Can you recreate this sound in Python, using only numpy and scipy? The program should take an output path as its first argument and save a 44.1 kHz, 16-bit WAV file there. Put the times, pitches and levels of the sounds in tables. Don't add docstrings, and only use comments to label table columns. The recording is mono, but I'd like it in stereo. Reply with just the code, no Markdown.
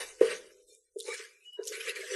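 import sys
import numpy as np
from scipy import signal
from scipy.io import wavfile
from scipy.ndimage import uniform_filter1d

SR = 44100
rng = np.random.default_rng(int(sys.argv[2]) if len(sys.argv) > 2 else 0)


def wav_record(signal):
    frames = np.transpose(np.atleast_2d(signal))
    bounded = np.clip(frames, -1, 1)
    quanta = np.round(bounded * 32767).astype(np.int16)
    wavfile.write(sys.argv[1], SR, quanta)


def decibels_to_gain(level_db):
    exponent = np.asarray(level_db, float) / 20
    return 10 ** exponent


N = 94815


def rms_one(x):
    return x / np.sqrt(np.mean(x ** 2) + 1e-20)


def in_time(rows):
    s, *columns = np.transpose(rows)
    return [np.interp(np.arange(N) / SR, s, c) for c in columns]


def band(x, low_hz, high_hz, order=2):
    edges_hz = [low_hz, min(high_hz, .45 * SR)]
    return signal.sosfilt(signal.butter(order, edges_hz, "band", fs=SR, output="sos"), x)


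def noise():
    return rng.standard_normal(N)


def drift(rate_hz):
    step = 40
    r = np.exp(-2 * np.pi * rate_hz * step / SR)
    chance = rng.standard_normal(N // step + 2002)
    slow = signal.lfilter([1], [1, -2 * r, r * r], chance)[2000:]
    return np.interp(np.arange(N) / step, np.arange(len(slow)), rms_one(slow))


def ring(clicks, hz, t60_s):
    r, w = decibels_to_gain(-60 / (t60_s * SR)), 2 * np.pi * hz / SR
    return signal.lfilter([0, np.sin(w)], [1, -2 * r * np.cos(w), r * r], clicks + 1e-18)


def decay(clicks, t60_s):
    return signal.lfilter([1], [1, -decibels_to_gain(-60 / (t60_s * SR))], clicks)


def clicks_at(s, size):
    out = np.zeros(N)
    np.add.at(out, np.minimum((np.asarray(s) * SR).astype(int), N - 1), size)
    return out


def slips():
    slips_per_s, spread_db = 2900, 1.36
    sizes = decibels_to_gain(spread_db * np.minimum(rng.exponential(1, N), 4)) * rng.choice([-1, 1], N)
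    return rms_one(sizes * (rng.random(N) < slips_per_s / SR) + 0.19 * noise())


# start_s, rubbing_db, wall_pressure_db, bowl_shaking_db
EARLY_STROKES = [
    [(0.0, -41.5, -1, 10.5), (0.014, -41, 1.5, -4), (0.06, -51.5, -2.5, -8), (0.18, -59.5, -12, -2.5),
     (0.2, -61.5, 9.5, 6)],
    [(0.2, -65.5, -13.5, 11.5), (0.21, -49, 4, -2), (0.32, -44.5, 4, 3.5), (0.436, -60.5, -2, -36),
     (0.614, -67.5, -12.5, -0.5), (0.66, -69, -29, -18)],
    [(0.66, -72.5, -19, -6), (0.686, -57, -45.5, -1.5), (0.742, -60, -27.5, -9), (0.788, -65.5, -36.5, -9),
     (0.872, -77.5, -5.5, -26), (0.97, -71, -37, 2)],
]
# start_s, rubbing_db, wall_pressure_db, bowl_shaking_db
LATE_STROKES = [
    [(0.97, -69, -28.5, 0), (1.004, -51.5, -54.5, 1), (1.038, -54, -23, -22), (1.084, -48.5, -3, 10),
     (1.208, -50, 0.5, -18.5), (1.342, -65, -6, -8.5), (1.402, -70, -8.5, -15), (1.44, -69, -16.5, -25)],
    [(1.44, -66, -18.5, -23), (1.522, -72, -8.5, -40), (1.532, -69, -14.5, -29), (1.614, -71.5, -9.5, -9),
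     (1.63, -65, -9.5, 8), (1.682, -37.5, -23.5, -9), (1.692, -43, -16, -7), (1.72, -49.5, -11, 15)],
    [(1.72, -44, -6.5, -5), (1.75, -47, -3, -4.5), (1.838, -51, 2, -6), (1.89, -42, -3, 1),
     (1.942, -58, 4.5, -3), (1.962, -46, -2.5, -0.5), (2.066, -49.5, 0, -4), (2.15, -46, 1, 11)],
]


def strokes():
    return in_time([row for stroke in EARLY_STROKES + LATE_STROKES for row in stroke])


def earlier():
    start_db, t60_s = -46.5, 0.35
    fall_db = 60 * np.arange(N) / SR / t60_s
    return decibels_to_gain(start_db - fall_db) * rms_one(band(noise(), 410, 1165))


# start_s, peak_db
KNOCKS = [(0.212, -1), (0.302, -28.5), (0.965, -20.5), (0.987, -41), (1.051, -35), (1.084, -26),
          (1.102, -37), (1.199, -34.5), (1.58, -46.5), (1.594, -17.5), (1.715, -51), (1.742, -31.5),
          (1.777, -31.5), (1.854, -47), (1.87, -43), (1.9, -31), (1.973, -70), (1.992, -28), (2.005, -28.5),
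          (2.056, -38), (2.086, -52), (2.119, -24.5), (2.139, -22.5)]
# pitch_hz, level_db, t60_s
BOWL_MODES = [(354, -35, 0.16), (394, -11.5, 0.25), (418.6, 0, 0.091), (450.3, -0.5, 0.21),
              (495.9, 2.5, 0.13), (489.7, -28.5, 0.14), (614, -20.5, 0.54)]


def bowl(shaking_db):
    knock_db, lead_s, spread_db = -13.5, .0022, 1.47
    soft_is_dull = 2.4
    s, db = np.transpose(KNOCKS)
    soft = db < -15
    s, db = np.append(s, s[soft] - .0048), np.append(db, db[soft] - 4.5)
    softness_db = np.clip(db - 0.5, -20, 0)
    shaking, struck = 0, 0
    for hz, level_db, t60_s in BOWL_MODES:
        shaking = shaking + decibels_to_gain(level_db) * ring(noise(), hz, t60_s)
        dull_db = soft_is_dull * softness_db * np.log2(hz / 410)
        hit_db = db + level_db + knock_db + dull_db + rng.normal(0, spread_db, len(s))
        struck = struck + ring(clicks_at(s - lead_s, decibels_to_gain(hit_db)), hz, t60_s)
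    shaken = decibels_to_gain(shaking_db + 1.5 * drift(25)) * rms_one(shaking)
    return band(struck + shaken, 328.7, 585, order=4)


# pitch_hz, width_hz, level_db
WALL_MODES = [(941, 51, 2), (1157, 58, -7.5), (1508, 27, 1), (1646, 69, 2.5), (1871, 180, 7),
              (2084, 110, 5.5), (2320, 70, 5), (2605, 230, 1.5), (2931, 42, 5)]


def wall(level_db):
    flat_db, surge_db = -3.5, 2.2
    drive, rings = slips(), 0
    for k, (hz, width_hz, db) in enumerate(WALL_MODES):
        mode = decibels_to_gain(db + 1.9 * drift(1.6)) * rms_one(ring(drive, hz, 5.2 / width_hz))
        rings = rings + mode * (-1) ** k
    resonant = rms_one(band(rings, 1150, 3000, order=5))
    flat = decibels_to_gain(flat_db) * rms_one(band(slips(), 1174, 3030, order=4))
    return decibels_to_gain(level_db + surge_db * drift(15)) * rms_one(resonant + flat)


# pitch_hz, level_db (per Hz)
HISS_COLOUR = [(1470, -32), (2500, -2), (2720, -7.5), (3540, -5.5), (8090, -8.5), (10700, -12.5),
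               (12000, -14), (15600, -52), (22000, -120)]


def hiss(level_db, press_db):
    light_touch_thins = 0.87
    at_hz, colour_db = np.transpose(HISS_COLOUR)
    edges_hz = 2600 * 2 ** np.arange(0, 2.4, 1 / 8)
    drives, shared = [slips(), slips()], drift(40)
    lightness_db = np.clip(press_db, -30, 0)
    out = 0
    for k, (low, high) in enumerate(zip(edges_hz, edges_hz[1:])):
        band_db = np.interp(np.log(low * 1.086), np.log(at_hz), colour_db)
        thin_db = light_touch_thins * lightness_db * max(1 - low / 6500, 0)
        patchy_db = 4.34 * drift(7.9) + 0.73 * shared
        out = out + decibels_to_gain(band_db + thin_db + patchy_db) * band(drives[k % 2], low, high)
    return decibels_to_gain(level_db) * rms_one(band(out, 2750, 16000, order=6))


# start_s, length_s, pitch_hz, level_db
SINGING_PATCHES = [(0, 0.053, 1770, -48), (0, 0.032, 950, -56.5), (0.253, 0.042, 2910, -46),
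                   (0.257, 0.022, 4700, -50), (0.28, 0.025, 1890, -43.5), (0.286, 0.011, 2450, -49),
                   (0.298, 0.014, 1670, -46.5), (0.301, 0.037, 2750, -43), (0.307, .03, 498.2, -37),
                   (0.989, 0.043, 3506, -52), (1.011, .08, 4150, -56.5), (1.046, 0.11, 881, -55.5),
                   (1.056, 0.039, 2240, -53), (1.071, 0.11, 2280, -43), (1.096, 0.05, 5380, -54.5),
                   (1.072, .075, 1187, -51.5), (1.122, 0.018, 1654, -46.5), (1.133, .024, 2070, -51),
                   (1.137, 0.02, 1683, -47), (1.199, 0.029, 2390, -47.5), (1.2, 0.016, 1640, -56),
                   (1.236, .028, 1670, -53.5), (1.257, 0.18, 2373, -67), (1.396, 0.07, 2570, -64),
                   (1.578, .06, 686, -65), (1.566, 0.106, 974, -62.5), (1.593, .05, 1480, -62),
                   (1.569, 0.057, 1650, -58), (1.582, 0.041, 2370, -78.5), (1.572, 0.062, 3880, -70.5),
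                   (1.728, 0.021, 3870, -50.5), (1.733, 0.032, 1900, -48), (1.744, 0.0276, 2290, -40.5),
                   (1.746, 0.012, 4180, -55), (1.799, 0.023, 3090, -43.5), (1.8, 0.024, 2470, -42.5),
                   (1.854, 0.011, 2700, -49), (1.866, 0.036, 2360, -38), (1.869, 0.051, 2675, -38),
                   (1.886, 0.032, 2025, -41), (1.888, 0.013, 3880, -39.5), (1.956, .026, 2360, -41.5),
                   (1.961, 0.035, 1864, -44), (1.999, 0.041, 2170, -46.5), (1.999, 0.06, 1723, -46.5),
                   (2.025, 0.036, 610, -53), (2.057, 0.038, 1730, -50), (2.122, 0.014, 2750, -50),
                   (2.13, 0.036, 1647, -41.5), (2.133, 0.018, 3410, -44)]


def sings():
    cycles = 70
    drive, t, out = slips(), np.arange(N) / SR, np.zeros(N)
    for s, length_s, hz, db in SINGING_PATCHES:
        on = (t >= s) & (t < s + length_s)
        patch = band(ring(drive, hz, cycles / hz), .8 * hz, 1.25 * hz)
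        passing = np.sin(np.pi * (t[on] - s) / length_s)
        out[on] += decibels_to_gain(db) * passing * rms_one(patch[on])
    return out


def kitchen(x):
    t60_s, rise_s, cut_hz = 0.79, 0.0067, 7200
    t = np.arange(SR) / SR
    tail = rng.standard_normal((2, SR)) * decibels_to_gain(-60 * t / t60_s) * np.clip(t / rise_s, 0, 1)
    tail = signal.lfilter([1], [1, -np.exp(-2 * np.pi * cut_hz / SR)], tail)
    tail /= np.sqrt(np.sum(tail ** 2, axis=1, keepdims=True))
    return signal.fftconvolve(x[None], tail, axes=1)[:, :N]


def room_air():
    return decibels_to_gain(-84 + 5 * drift(2.1)) * rms_one(band(noise(), 8600, 12000))


def rumble():
    start_db, fade_db_per_s, lumps_db = -70.5, 21, 4
    level_db = start_db - fade_db_per_s * np.arange(N) / SR + lumps_db * drift(4.3)
    return decibels_to_gain(level_db) * rms_one(band(noise(), 6.9, 49))


def slap():
    slap_db, thud_db, hardness = -38.5, -47.5, 1.9
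    s, db = np.transpose([knock for knock in KNOCKS if knock[1] > -15])
    clicks = clicks_at(s - .002, decibels_to_gain(hardness * db))
    slapped = decay(clicks, .45) * rms_one(band(noise(), 650, 1900))
    thud = decay(clicks, .5) * rms_one(band(noise(), 170, 293.8))
    return decibels_to_gain(slap_db) * slapped + decibels_to_gain(thud_db) * thud


# start_s, extra_db
CATCHES = [(0.262, 2.5), (.292, 0), (0.31, 3.5), (1.143, 7.5), (1.756, 2.5), (1.807, 4.5), (1.88, 2.5),
           (1.895, 3), (2.012, 3)]


def catches():
    width_s, t = .006, np.arange(N) / SR
    return sum(db * np.exp(-.5 * ((t - s) / width_s) ** 2) for s, db in CATCHES)


# start_s, length_s, pitch_hz, level_db
WIRE_RINGS = [(.68, .055, 3630, -64), (.72, .07, 3650, -73), (.695, .08, 2390, -73), (.68, .06, 4250, -68),
              (.68, .07, 5500, -69), (1.59, .06, 2915, -64)]


def wire_rings():
    t, out = np.arange(N) / SR, np.zeros(N)
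    for s, length_s, hz, db in WIRE_RINGS:
        swell = np.sin(np.pi * np.clip((t - s) / length_s, 0, 1))
        tone = np.sin(2 * np.pi * hz * t + .5 * drift(20))
        out += decibels_to_gain(db + 2.5 * drift(30)) * swell * tone
    return out


# start_s, peak_db, pitch_hz
TICKS = [(0.75, -43, 8700), (0.9878, -34, 9150), (0.993, -30.5, 8000), (1.0017, -31.5, 3900),
         (1.0024, -25.5, 9300), (1.0074, -28.5, 3860), (1.0066, -33, 7600), (1.0264, -36, 9400),
         (1.031, -37.5, 7750), (1.534, -44, 11000), (1.544, -49.5, 10800), (1.633, -39, 5000),
         (1.6385, -36.5, 5900), (1.654, -32.5, 6300), (1.6742, -28.5, 2920), (1.6815, -36, 4330),
         (1.658, -54, 5930), (1.673, -23, 8560), (1.6778, -23, 7260), (1.678, -27.5, 6500),
         (1.6808, -22, 7400), (1.959, -37, 4660)]


def ticks():
    tick_db, crack_db, cycles = 2.2, -13, 20
    rings = np.zeros(N)
    for s, db, hz in TICKS:
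        rings += ring(clicks_at([s], decibels_to_gain(db + tick_db)), hz, cycles / hz)
    s, db, _ = np.transpose(TICKS)
    crack = decay(clicks_at(s, decibels_to_gain(db + crack_db)), 0.0019) * noise()
    return band(rings, 3160, 13600, order=6) + band(crack, 3800, 14000, order=4)


# start_s, pitch_hz, level_db
SQUEAK = [(1.44, 2925, -80), (1.46, 2935, -51), (1.482, 2926, -46), (1.5, 2926, -50), (1.518, 2910, -70),
          (1.528, 2950, -53), (1.56, 2920, -46), (1.576, 2880, -62), (1.64, 2900, -68)]


def squeak():
    hz, db = in_time(SQUEAK)
    t = np.arange(N) / SR
    on = (t > SQUEAK[0][0]) & (t < SQUEAK[-1][0])
    tone = np.sin(2 * np.pi * np.cumsum(hz + 9 * drift(43)) / SR)
    return np.sqrt(2) * on * decibels_to_gain(db + 1.5 * drift(40)) * tone


def scene():
    room_db, lean_db = -20, -0.5
    rub_db, press_db, shake_db = strokes()
    low = bowl(rub_db + shake_db)
    rub_db = rub_db + catches()
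    middle = wall(rub_db + np.minimum(press_db, 10)) + slap() + earlier()
    high = hiss(rub_db, press_db) + ticks() + squeak() + wire_rings()
    tail = kitchen(low + 0.031 * (middle + high))
    middle = middle + sings()
    mid = middle + high + room_air() + decibels_to_gain(room_db) * tail[0]
    side = decibels_to_gain(-14) * np.roll(low, 25)
    side = side + decibels_to_gain(-14) * band(np.roll(middle, 40), 500, 1900)
    side = side + decibels_to_gain(-33) * np.roll(high, 31) + decibels_to_gain(room_db - 10) * tail[1]
    leaning = low * decibels_to_gain(np.array([[lean_db], [-lean_db]]))
    return mid + leaning + side * [[1], [-1]] + rumble() * decibels_to_gain(np.array([[-4], [3]]))


def roll_off(x):
    return signal.sosfilt(signal.butter(12, 12860, fs=SR, output="sos"), x)


# pitch_hz, level_db
GATE_THRESHOLD = [(60, -120), (250, -112), (800, -105), (2000, -100), (4000, -96), (8000, -98),
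                  (11800, -99)]
# pitch_hz, width_hz, extra_db
LEARNED_NOISE = [(3350, 240, 13), (4400, 200, 12), (4950, 70, 10), (2650, 90, 8)]


def record(dry):
    ripple_db, depth_db, cutoff_hz, above_cutoff_db = 9.5, -35, 11950, -36
    hz, _, z = signal.stft(dry, SR, nperseg=1024, noverlap=768)
    power = uniform_filter1d(np.mean(abs(z) ** 2, axis=0), size=9, axis=1)
    ripple = uniform_filter1d(rng.standard_normal(power.shape), size=40, axis=1)
    ripple = rms_one(uniform_filter1d(ripple, size=3, axis=0))
    at_hz, db = np.transpose(GATE_THRESHOLD)
    limit_db = np.interp(np.log(hz + 1), np.log(at_hz), db)
    for mid_hz, width_hz, extra_db in LEARNED_NOISE:
        limit_db = limit_db + extra_db * np.exp(-((hz - mid_hz) / width_hz) ** 4)
    limit = decibels_to_gain(2 * (limit_db[:, None] + ripple_db * ripple))
    gain = np.maximum(power ** 3 / (power ** 3 + limit ** 3), decibels_to_gain(depth_db))
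    gain = gain * np.where(hz > cutoff_hz, decibels_to_gain(above_cutoff_db), 1)[:, None]
    clean = signal.istft(z * gain, SR, nperseg=1024, noverlap=768)[1][:, :N]
    return roll_off(clean)


dry = scene()
out = record(dry)
wav_record(out)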